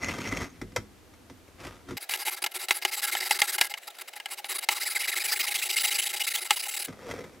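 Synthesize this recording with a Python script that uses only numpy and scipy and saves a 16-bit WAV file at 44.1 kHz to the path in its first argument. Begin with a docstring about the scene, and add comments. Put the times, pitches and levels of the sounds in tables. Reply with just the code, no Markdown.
"""A fine hand saw cuts a small metal tube held in a vise, heard close by in a quiet workshop.
Chips and tooth impacts excite the resonances of vise and blade; jams, taps and snags add clicks and thuds.
The start and the end run at natural speed; the long middle passage is sped up eightfold, so that strokes
flutter, the teeth sing and vise, room and floor all sit three octaves higher."""
import sys
import numpy as np
from scipy import signal
from scipy.fft import rfft, irfft
from scipy.io import wavfile

SR = 44100
rng = np.random.default_rng(int(sys.argv[2]) if len(sys.argv) > 2 else 0)


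def materialize(psi):
    """Save the field psi as 16-bit PCM at rate SR to the path in sys.argv[1].

    A 1-D psi becomes a single channel; in a 2-D psi each row is a channel.
    """
    bounded = np.clip(np.atleast_2d(psi).T, -1, 1)
    quanta = np.round(bounded * 32767).astype(np.int16)
    wavfile.write(sys.argv[1], SR, quanta)


N = 326340
T = np.arange(N) / SR
SPEED_UP, FAST_FROM_S, FAST_TO_S = 8, 1.968, 6.877
IS_FAST = (T > FAST_FROM_S) & (T < FAST_TO_S)

# Resonances of vise, bench and frame as heard sped up: [f/Hz, width/Hz, relative level/dB]
VISE = [(372, 33, -6.5), (824, 56, 2.5), (1344, 61, -7), (1652, 32, 0.5), (2102, 126, -0.5), (2900, 162, 1),
        (3858, 175, -4.5), (4890, 490, -2), (6370, 62, -22), (7700, 204, -2.5), (8310, 230, -11),
        (9960, 780, -3), (11670, 210, -10), (12440, 190, -10), (13250, 450, -16), (15400, 180, -5.5)]
# Resonances of blade and tube at natural speed: [f/Hz, width/Hz, relative level/dB]
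BLADE = [(2035, 52, -2), (2765, 400, -11), (3200, 24, -16), (4130, 120, -15), (5600, 77, -11),
         (6440, 106, -10.5)]
# Spectrum of the shop air at natural speed, also of the dull bench: [f/Hz, relative level/dB]
FLOOR = [(12, -20), (20, -17.5), (91, 8), (124, -7), (273, 1), (440, -5.5), (479, -2.5), (583, -8),
         (13600, -24.5), (16500, -45)]


def amp(db):
    """Logarithmic level: decibels to amplitude gain."""
    return 10 ** (np.asarray(db) / 20)


def rms_one(x):
    """Normalization of the effective value: scale to rms 1."""
    return x / np.sqrt(np.mean(x ** 2) + 1e-20)


def low_pass(x, hz):
    """Second-order Butterworth low-pass: a gentle loss of treble."""
    return signal.sosfilt(signal.butter(2, hz, fs=SR, output="sos"), x)


def wobble(hz):
    """Band-limited random modulation: rms 1, changing about hz times a second."""
    return rms_one(low_pass(rng.standard_normal(N), hz))


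def arch(count, top_at):
    """Warped half-sine: rises from 0 to 1 at the given share of its length and falls back."""
    along = np.linspace(0, 1, count) ** (np.log(.5) / np.log(np.clip(top_at, .1, .9)))
    return np.abs(np.sin(np.pi * along))


def colour(x, spectrum, speed=1):
    """Spectral weighting by a (f/Hz, level/dB) table; a speed-up moves it up in pitch."""
    hz, level_db = np.transpose(spectrum)
    grid = np.maximum(np.arange(N // 2 + 1) * SR / N, 1)
    gain_db = np.interp(np.log(grid), np.log(hz * speed), level_db)
    return irfft(rfft(x) * amp(gain_db), N)


def modes(x, table, speed=1, widen=1, shift_db=0, gains_db=None):
    """Modal superposition: parallel resonances whose strengths shift with blade contact and depth of cut."""
    out = 0
    depth = (T - FAST_FROM_S) / (FAST_TO_S - FAST_FROM_S) - .5
    for k, (hz, width, level_db) in enumerate(table):
        radius = np.exp(-np.pi * width * widen * speed / SR)
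        angle = 2 * np.pi * hz * speed / SR
        contact_db = shift_db * wobble(hz=13.0) if shift_db else 0
        drive = x * amp(level_db + contact_db) + 1e-18
        if gains_db is not None:
            drive = drive * amp(gains_db[k] * depth)
        poles = [1, -2 * radius * np.cos(angle), radius * radius]
        ringing = signal.lfilter([1 - radius, 0, radius - 1], poles, drive)
        out = out + (-1) ** k * ringing  # alternating signs
    return out


def grit(per_s, spread_db):
    """Random impulse process: chips of metal tear off, a few much larger than the rest."""
    sizes = amp(spread_db * np.minimum(rng.exponential(1, N), 4)) * rng.choice([-1, 1], N)
    return rms_one(sizes * (rng.random(N) < per_s / SR))


def blows(table, t60):
    """Impact excitation: a sharp click with an exponentially dying rattle for each (t/s, peak/dB)."""
    out = np.zeros(N)
    tail = np.arange(int(t60 * SR))
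    for s, peak_db in table:
        at = round(s * SR)
        burst = amp(peak_db - 60 * tail / (t60 * SR)) * rng.standard_normal(len(tail))
        burst[0] = 2.24 * amp(peak_db)  # the click
        out[at:at + len(tail)] += burst[:N - at]
    return out


def bright_body(x):
    """Radiation of the treble: upper vise modes at natural pitch and the broad rasp."""
    # Broad rasp at natural speed: [f/Hz, relative level/dB]
    slow_rasp = [(290, -49), (500, 4), (872, -2.5), (2070, -4), (5750, -14), (13600, -25.5), (16500, -46)]
    ringing = modes(x, VISE[9:], 1 / SPEED_UP, widen=1.7)
    return amp(-6) * ringing + amp(-4.0) * colour(x, slow_rasp)


def deep_body(x):
    """Low-frequency excitation: a soft push into the lower vise modes and the dull bench."""
    soft = low_pass(x, hz=286)
    ringing = modes(soft, VISE[:7], 1 / SPEED_UP, widen=1.5)
    return ringing + amp(-15.5) * colour(soft, FLOOR)


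def slow_drags():
    """Stick-slip friction: teeth catch one by one in an uneven chatter; the vise modes rumble."""
    # Slow drags of the blade: [t/s, rise/s, hold/s, fall/s,
    # relative levels/dB of rasp, blade ring, rumble and the hum of one vise mode]
    drag_table = [(0, 0.018, 0.1, 0.32, -36.5, -38, -36, -60),
                  (0.161, .11, 0.18, 0.031, -39, -43.5, -36.5, -70),
                  (0.443, 0.024, 0.045, 1.5, -88, -74, -54, -82),
                  (1.564, 0.049, .04, 0.16, -39.5, -58, -42, -64),
                  (1.861, 0.034, 0.015, 0.08, -44, -60, -36.5, -70),
                  (6.868, .012, 0.0095, 0.062, -46, -63, -54, -54),
                  (6.919, 0.18, 0.045, .22, -41.5, -51, -40.5, -40.5)]
    edge_db = 20  # gained over the rise, lost over the fall
    gains = 0
    for s, rise, hold, fall, *levels_db in drag_table:
        before = (s + rise - T) / rise
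        after = (T - s - rise - hold) / fall
        away = np.maximum(np.maximum(before, after), 0)
        gains = gains + amp(levels_db)[:, None] * amp(-edge_db * np.minimum(away, 6))
    rasp, ring, rumble, hum = gains

    chatter = amp(2.5 * wobble(hz=45))
    chips = grit(per_s=2500, spread_db=3.5) * chatter
    out = rasp * rms_one(bright_body(chips)) + rumble * rms_one(deep_body(chips))
    out += ring * rms_one(modes(chips, BLADE, shift_db=4.0))
    out += hum * rms_one(modes(chips, VISE[6:7], 1 / SPEED_UP, widen=3.5))
    return out


def slow_taps_and_snags():
    """Impulse response: taps and snagging teeth ring blade and vise; taps also shake the bench."""
    # Single teeth snag in the first drags: [t/s, relative peak/dB]
    snag_table = [(0.029, -27), (0.0445, -18.5), (0.0847, -22), (0.1386, -31), (0.2399, -32), (0.26, -28.5),
                  (0.2738, -22), (0.2892, -27), (0.3207, -32), (0.3565, -37), (0.3716, -19.5),
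                  (0.4004, -30), (0.4176, -28), (0.4577, -41)]
    # Taps of the saw on tube and jaws: [t/s, relative peak/dB, thud above that peak/dB]
    tap_table = [(0.557, -46, -34), (0.615, -28.5, -1.5), (0.72, -45, -2), (0.762, -14.5, -15),
                 (1.137, -45.5, -37), (1.299, -38, -3.5), (1.48, -45, -14), (1.888, -34, -22),
                 (1.908, -33.5, 1.5), (6.883, -34.5, -2), (7.112, -26, -32), (7.347, -48, -6)]
    crack = blows([(s, db) for s, db, _ in tap_table], t60=0.054)
    # The bench shakes on after the click
    thud = blows([(s, db + thud_db) for s, db, thud_db in tap_table], t60=0.15)
    snags = blows(snag_table, t60=0.018)
    blade = modes(amp(10.5) * crack + amp(18) * snags, BLADE, widen=1.26)
    bright = bright_body(amp(11) * crack + amp(7.5) * snags)
    return blade + bright + amp(26) * deep_body(thud)


def shop_air():
    """Partially correlated noise: a steady, wide floor that is sped up along with the saw."""
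    mid, side = rng.standard_normal((2, N))
    air = mid + 0.53 * side * [[1], [-1]]
    slow = amp(-52.5) * rms_one(colour(air, FLOOR))
    fast = amp(-51.5) * rms_one(colour(air, FLOOR, SPEED_UP))
    return np.where(IS_FAST, fast, slow)


def stroke_motion():
    """Kinematics of the hand: its speed swells and falls in each stroke, setting tooth rate and level."""
    # Sped-up strokes: [t/s, nominal length/s, relative level/dB, top tooth rate f/Hz]
    strokes = [(1.971, .012, -25.5, 1000), (2.006, 0.045, -31, 1630), (2.093, 0.014, -19, 1170),
               (2.103, 0.033, -19, 2400), (2.136, 0.028, -20.5, 860), (2.173, 0.01, -26, 3200),
               (2.181, .057, -25, 1170), (2.252, 0.048, -17.5, 2900), (2.307, 0.046, -23, 1190),
               (2.365, 0.028, -26.5, 1560), (2.422, 0.0082, -19.5, 1600), (2.44, 0.01, -17.5, 1050),
               (2.46, .013, -25.5, 1800), (2.514, 0.013, -32.5, 2240), (2.541, 0.038, -21.5, 3540),
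               (2.588, 0.069, -25, 1230), (2.686, 0.017, -22.5, 1400), (2.705, 0.028, -19.5, 2500),
               (2.736, 0.057, -25, 1300), (2.818, 0.019, -24, 1000), (2.84, 0.028, -33, 950),
               (2.87, 0.033, -26.5, 2700), (2.914, 0.043, -20, 3100), (2.962, 0.046, -25, 1330),
               (3.019, 0.039, -20.5, 1770), (3.067, 0.039, -24, 1730), (3.115, .033, -19.5, 2240),
               (3.16, 0.035, -21.5, 1820), (3.203, 0.023, -18, 1830), (3.216, 0.032, -20, 2080),
               (3.246, 0.039, -21, 2140), (3.294, .009, -25.5, 2650), (3.305, .031, -19, 1940),
               (3.339, 0.038, -23.5, 1800), (3.39, 0.029, -19, 1500), (3.409, 0.055, -25.5, 1420),
               (3.471, .042, -23.5, 1780), (3.52, 0.045, -23, 1700), (3.582, 0.014, -23.5, 2250),
               (3.607, .024, -21, 2100), (3.632, 0.029, -22.5, 950), (3.66, 0.015, -27.5, 1650),
               (3.698, 0.026, -27.5, 860), (3.774, 0.013, -27, 1170), (3.816, .036, -37.5, 1900),
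               (3.855, .009, -43, 2430), (3.873, .014, -26, 1200), (3.902, .011, -34, 4050),
               (3.944, .015, -38, 1220), (3.966, .011, -42, 1500), (3.987, .011, -22.5, 1160),
               (3.992, .014, -32.5, 2000), (4.011, .012, -24.5, 1500), (4.077, 0.017, -29, 1240),
               (4.131, .011, -36, 2020), (4.157, .024, -29.5, 1960), (4.286, 0.008, -36, 1450),
               (4.303, 0.044, -25, 1100), (4.373, 0.032, -27, 1000), (4.448, .026, -32, 1530),
               (4.487, .049, -20.5, 1300), (4.542, .032, -22, 1200), (4.585, .01, -21, 1320),
               (4.61, .011, -34, 1200), (4.624, 0.025, -23.5, 930), (4.688, 0.022, -31, 2330),
               (4.703, 0.036, -18, 1300), (4.745, 0.047, -24.5, 1300), (4.799, 0.047, -23, 2200),
               (4.852, 0.041, -26.5, 2250), (4.897, 0.044, -26.5, 2500), (4.948, .034, -24, 2300),
               (4.991, 0.038, -23, 2670), (5.032, 0.033, -25.5, 2300), (5.075, 0.033, -19, 2900),
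               (5.115, 0.031, -24, 2230), (5.155, 0.035, -20, 2560), (5.194, 0.037, -24, 2600),
               (5.239, 0.03, -19.5, 2860), (5.274, 0.04, -23, 2520), (5.314, 0.031, -18.5, 1930),
               (5.351, 0.033, -25.5, 2260), (5.392, .03, -18.5, 3170), (5.426, 0.034, -23, 1400),
               (5.466, .031, -22, 2930), (5.504, 0.03, -23.5, 2600), (5.542, 0.029, -19, 3080),
               (5.575, 0.036, -25, 3700), (5.616, .028, -21.5, 3000), (5.648, .033, -24.5, 3000),
               (5.69, 0.027, -22, 3440), (5.719, 0.034, -25, 3000), (5.761, 0.029, -18.5, 3050),
               (5.795, .03, -22, 3000), (5.834, .029, -18, 3030), (5.868, .03, -22, 3300),
               (5.905, 0.032, -21.5, 3100), (5.94, 0.035, -23, 2800), (5.981, 0.027, -20.5, 3150),
               (6.016, 0.031, -23, 3150), (6.054, 0.028, -23, 3220), (6.089, .032, -26.5, 3200),
               (6.13, .023, -23, 2950), (6.159, 0.028, -27.5, 3300), (6.197, 0.03, -23, 3140),
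               (6.235, 0.022, -28.5, 3300), (6.268, 0.025, -21, 2670), (6.301, 0.027, -26, 2800),
               (6.338, 0.031, -20, 3300), (6.366, 0.033, -25, 3340), (6.407, 0.032, -25.5, 2200),
               (6.446, 0.029, -23, 990), (6.483, 0.0097, -37, 2130), (6.493, .06, -26, 2150),
               (6.56, .024, -23, 1040), (6.59, 0.025, -27, 3040), (6.623, 0.029, -26, 2780),
               (6.651, 0.024, -27.5, 1050), (6.683, 0.019, -24.5, 3100), (6.708, 0.029, -29, 2870),
               (6.736, 0.02, -25.5, 3150), (6.765, 0.016, -23.5, 2800), (6.79, .022, -26, 1000),
               (6.814, 0.02, -27, 3000), (6.843, .017, -26, 3000), (6.869, 0.018, -39, 1130)]
    # How the cut sounds as it deepens:
    # [t/s, tooth tone on the push (0-1), tooth tone on the pull (0-1), relative treble/dB]
    cut = [(1.97, 0.18, 0.2, -1), (2.9, 0.12, .2, -2), (3.06, 0.5, .6, 4), (3.199, 0.13, .2, -2.5),
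           (3.5, 0.48, 0.4, 3.5), (3.8, .25, 0.3, -3.5), (4.65, 0.25, 0.28, -2), (4.861, 0.34, 0.95, 3.5),
           (5.12, 0.37, .85, 0.5), (5.25, 0.41, 0.49, 1.5), (5.7, 0.6, 0.22, 2.5), (6.0, .45, .4, 2.3),
           (6.3, 0.53, .5, 4), (6.451, .2, .1, -2), (6.6, .35, 0.4, 2), (6.87, 0.07, .3, 2)]
    steady_from_s = 4.7  # from here push and pull alternate without a break
    # Shares of the stroke: pushes speed up late, pulls start fast
    loudest_at, fastest_push_at, fastest_pull_at, fastest_uneven_at = 0.53, .65, 0.35, .48
    teeth_per_s, level, tone = np.zeros((3, N))
    at, push_tone, pull_tone, treble_db = np.transpose(cut)
    treble = amp(np.interp(T, at, treble_db) + 3.0)
    pushing = True
    for s, length, level_db, top_rate in strokes:
        a = round((s - .003) * SR)
        b = a + round((length + .005) * SR)
        if s < steady_from_s:
            fastest_at = fastest_uneven_at
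        else:
            fastest_at = fastest_push_at if pushing else fastest_pull_at
        clean = np.interp(s, at, push_tone if pushing else pull_tone)
        swell = arch(b - a, loudest_at)
        teeth_per_s[a:b] = top_rate * (.48 + .52 * arch(b - a, fastest_at))
        level[a:b] = amp(level_db - 5.5) * swell ** 0.62
        tone[a:b] = np.clip(clean, 0, 1) * swell ** 0.26
        pushing = s < steady_from_s or not pushing
    return teeth_per_s, level, tone, treble


def fast_jams():
    """Sudden release: the blade catches and jerks free with a crack, a direct snap and a vise knock."""
    # Sped-up jams: [t/s, relative peak/dB]
    jams = [(1.969, -26), (2.094, -21.5), (2.137, -10), (2.422, -27), (2.44, -10), (2.463, -11),
            (2.685, -16), (2.708, -1), (2.823, -24), (2.85, -2.5), (3.151, -11), (3.309, -2.5), (3.39, -14),
            (3.418, 0.5), (3.583, -12), (3.612, 1.4), (3.739, -17), (4.135, -31), (4.2, -24.5),
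            (4.258, -18), (4.444, -20), (4.688, -1.5), (6.507, 1.8)]
    # Spectrum of the snap: [f/Hz, relative level/dB]
    snap_spectrum = [(300, -39), (900, -13), (2500, 0.5), (8000, -10), (16000, -16.5)]
    crack = amp(-6) * low_pass(blows(jams, t60=0.021), hz=9300)
    # The vise's knock grows more slowly than the crack
    thud = blows([(s, 6 + 0.66 * db) for s, db in jams], t60=0.037)
    knock = modes(amp(-5.5) * thud, VISE[1:6], widen=1.42)
    snap = amp(-5) * colour(blows(jams, t60=0.036), snap_spectrum)  # heard straight from the blade
    return crack, knock, snap


def fast_saw():
    """Periodic tooth impact: the tooth rate sets a singing pitch and pulses the chips that drive the vise."""
    # Response between the modes: [f/Hz, relative level/dB]
    fast_rasp = [(120, -78), (200, -55), (372, -22), (693, -15), (817, -22), (999, -14.5), (2110, -5),
                 (6940, -13), (12000, -13), (15800, -16)]
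    # Change of each vise mode from first stroke to last: [gain/dB]
    deeper_db = [-2.5, -3, -4, -5.5, -0.5, 4, 3.5, 0.5, 21, 5, -1, 3, -6, -6, -7, 8]
    teeth_per_s, level, tone, treble = stroke_motion()
    uneven_rate = teeth_per_s * (1 + .07 * wobble(hz=300))  # teeth are not set quite evenly
    phase = 2 * np.pi * np.cumsum(uneven_rate) / SR
    song = (np.sin(phase) + .4 * np.sin(2 * phase)) * amp(4 * wobble(hz=150))
    song = tone * level * song

    # Each tooth tears its own burst
    chips = level * grit(per_s=14000, spread_db=4.0) * (1 + 0.28 * np.cos(phase))
    low = low_pass(chips, hz=5000)
    crack, knock, snap = fast_jams()
    push = low + treble * (chips - low) + 0.72 * song + crack

    ringing = modes(push, VISE, widen=0.74, shift_db=3.0, gains_db=deeper_db)
    body = amp(7) * (ringing + amp(-1.0) * colour(push, fast_rasp))
    direct_song = amp(1.0) * song * teeth_per_s / 2500  # louder at higher tooth rates
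    return body + knock + direct_song + snap


def room(x, speed, near_db, far_db):
    """Convolution with reflections: close ones off the bench differ between sides, a noise tail dies behind."""
    near_t60_s, far_t60_s = .15, 0.2  # at natural speed
    near, shared, own = rng.standard_normal((3, SR // speed))
    age = np.arange(SR // speed) * speed / SR
    sides = np.array([[1], [-1]])
    near = amp(near_db) * rms_one(near * amp(-60 * age / near_t60_s)) * sides
    far = amp(far_db) * rms_one(amp(-60 * age / far_t60_s) * (shared + 0.46 * own * sides))
    response = (near + far) / np.sqrt(len(age))
    return x + signal.fftconvolve(x[None], response, axes=1)[:, :N]


def scene():
    """Superposition: each passage with its room, joined by hard cuts, over the shop air."""
    slow = room(slow_drags() + slow_taps_and_snags(), 1, near_db=-24, far_db=-13)
    fast = room(fast_saw(), SPEED_UP, near_db=-25, far_db=-20)
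    saw = np.where(IS_FAST, fast, slow)
    return (saw + shop_air()) * amp([[.25], [-.25]])  # slightly louder on the left


def record(dry):
    """Soft saturation and band limiting: peaks are rounded, the top is cut."""
    rounded = 1.286 * np.tanh(dry / 1.748)
    top_cut = signal.cheby2(24, 55, 16150, fs=SR, output="sos")  # order, stopband/dB, edge/Hz
    return signal.sosfilt(top_cut, rounded)


dry = scene()
out = record(dry)
materialize(out)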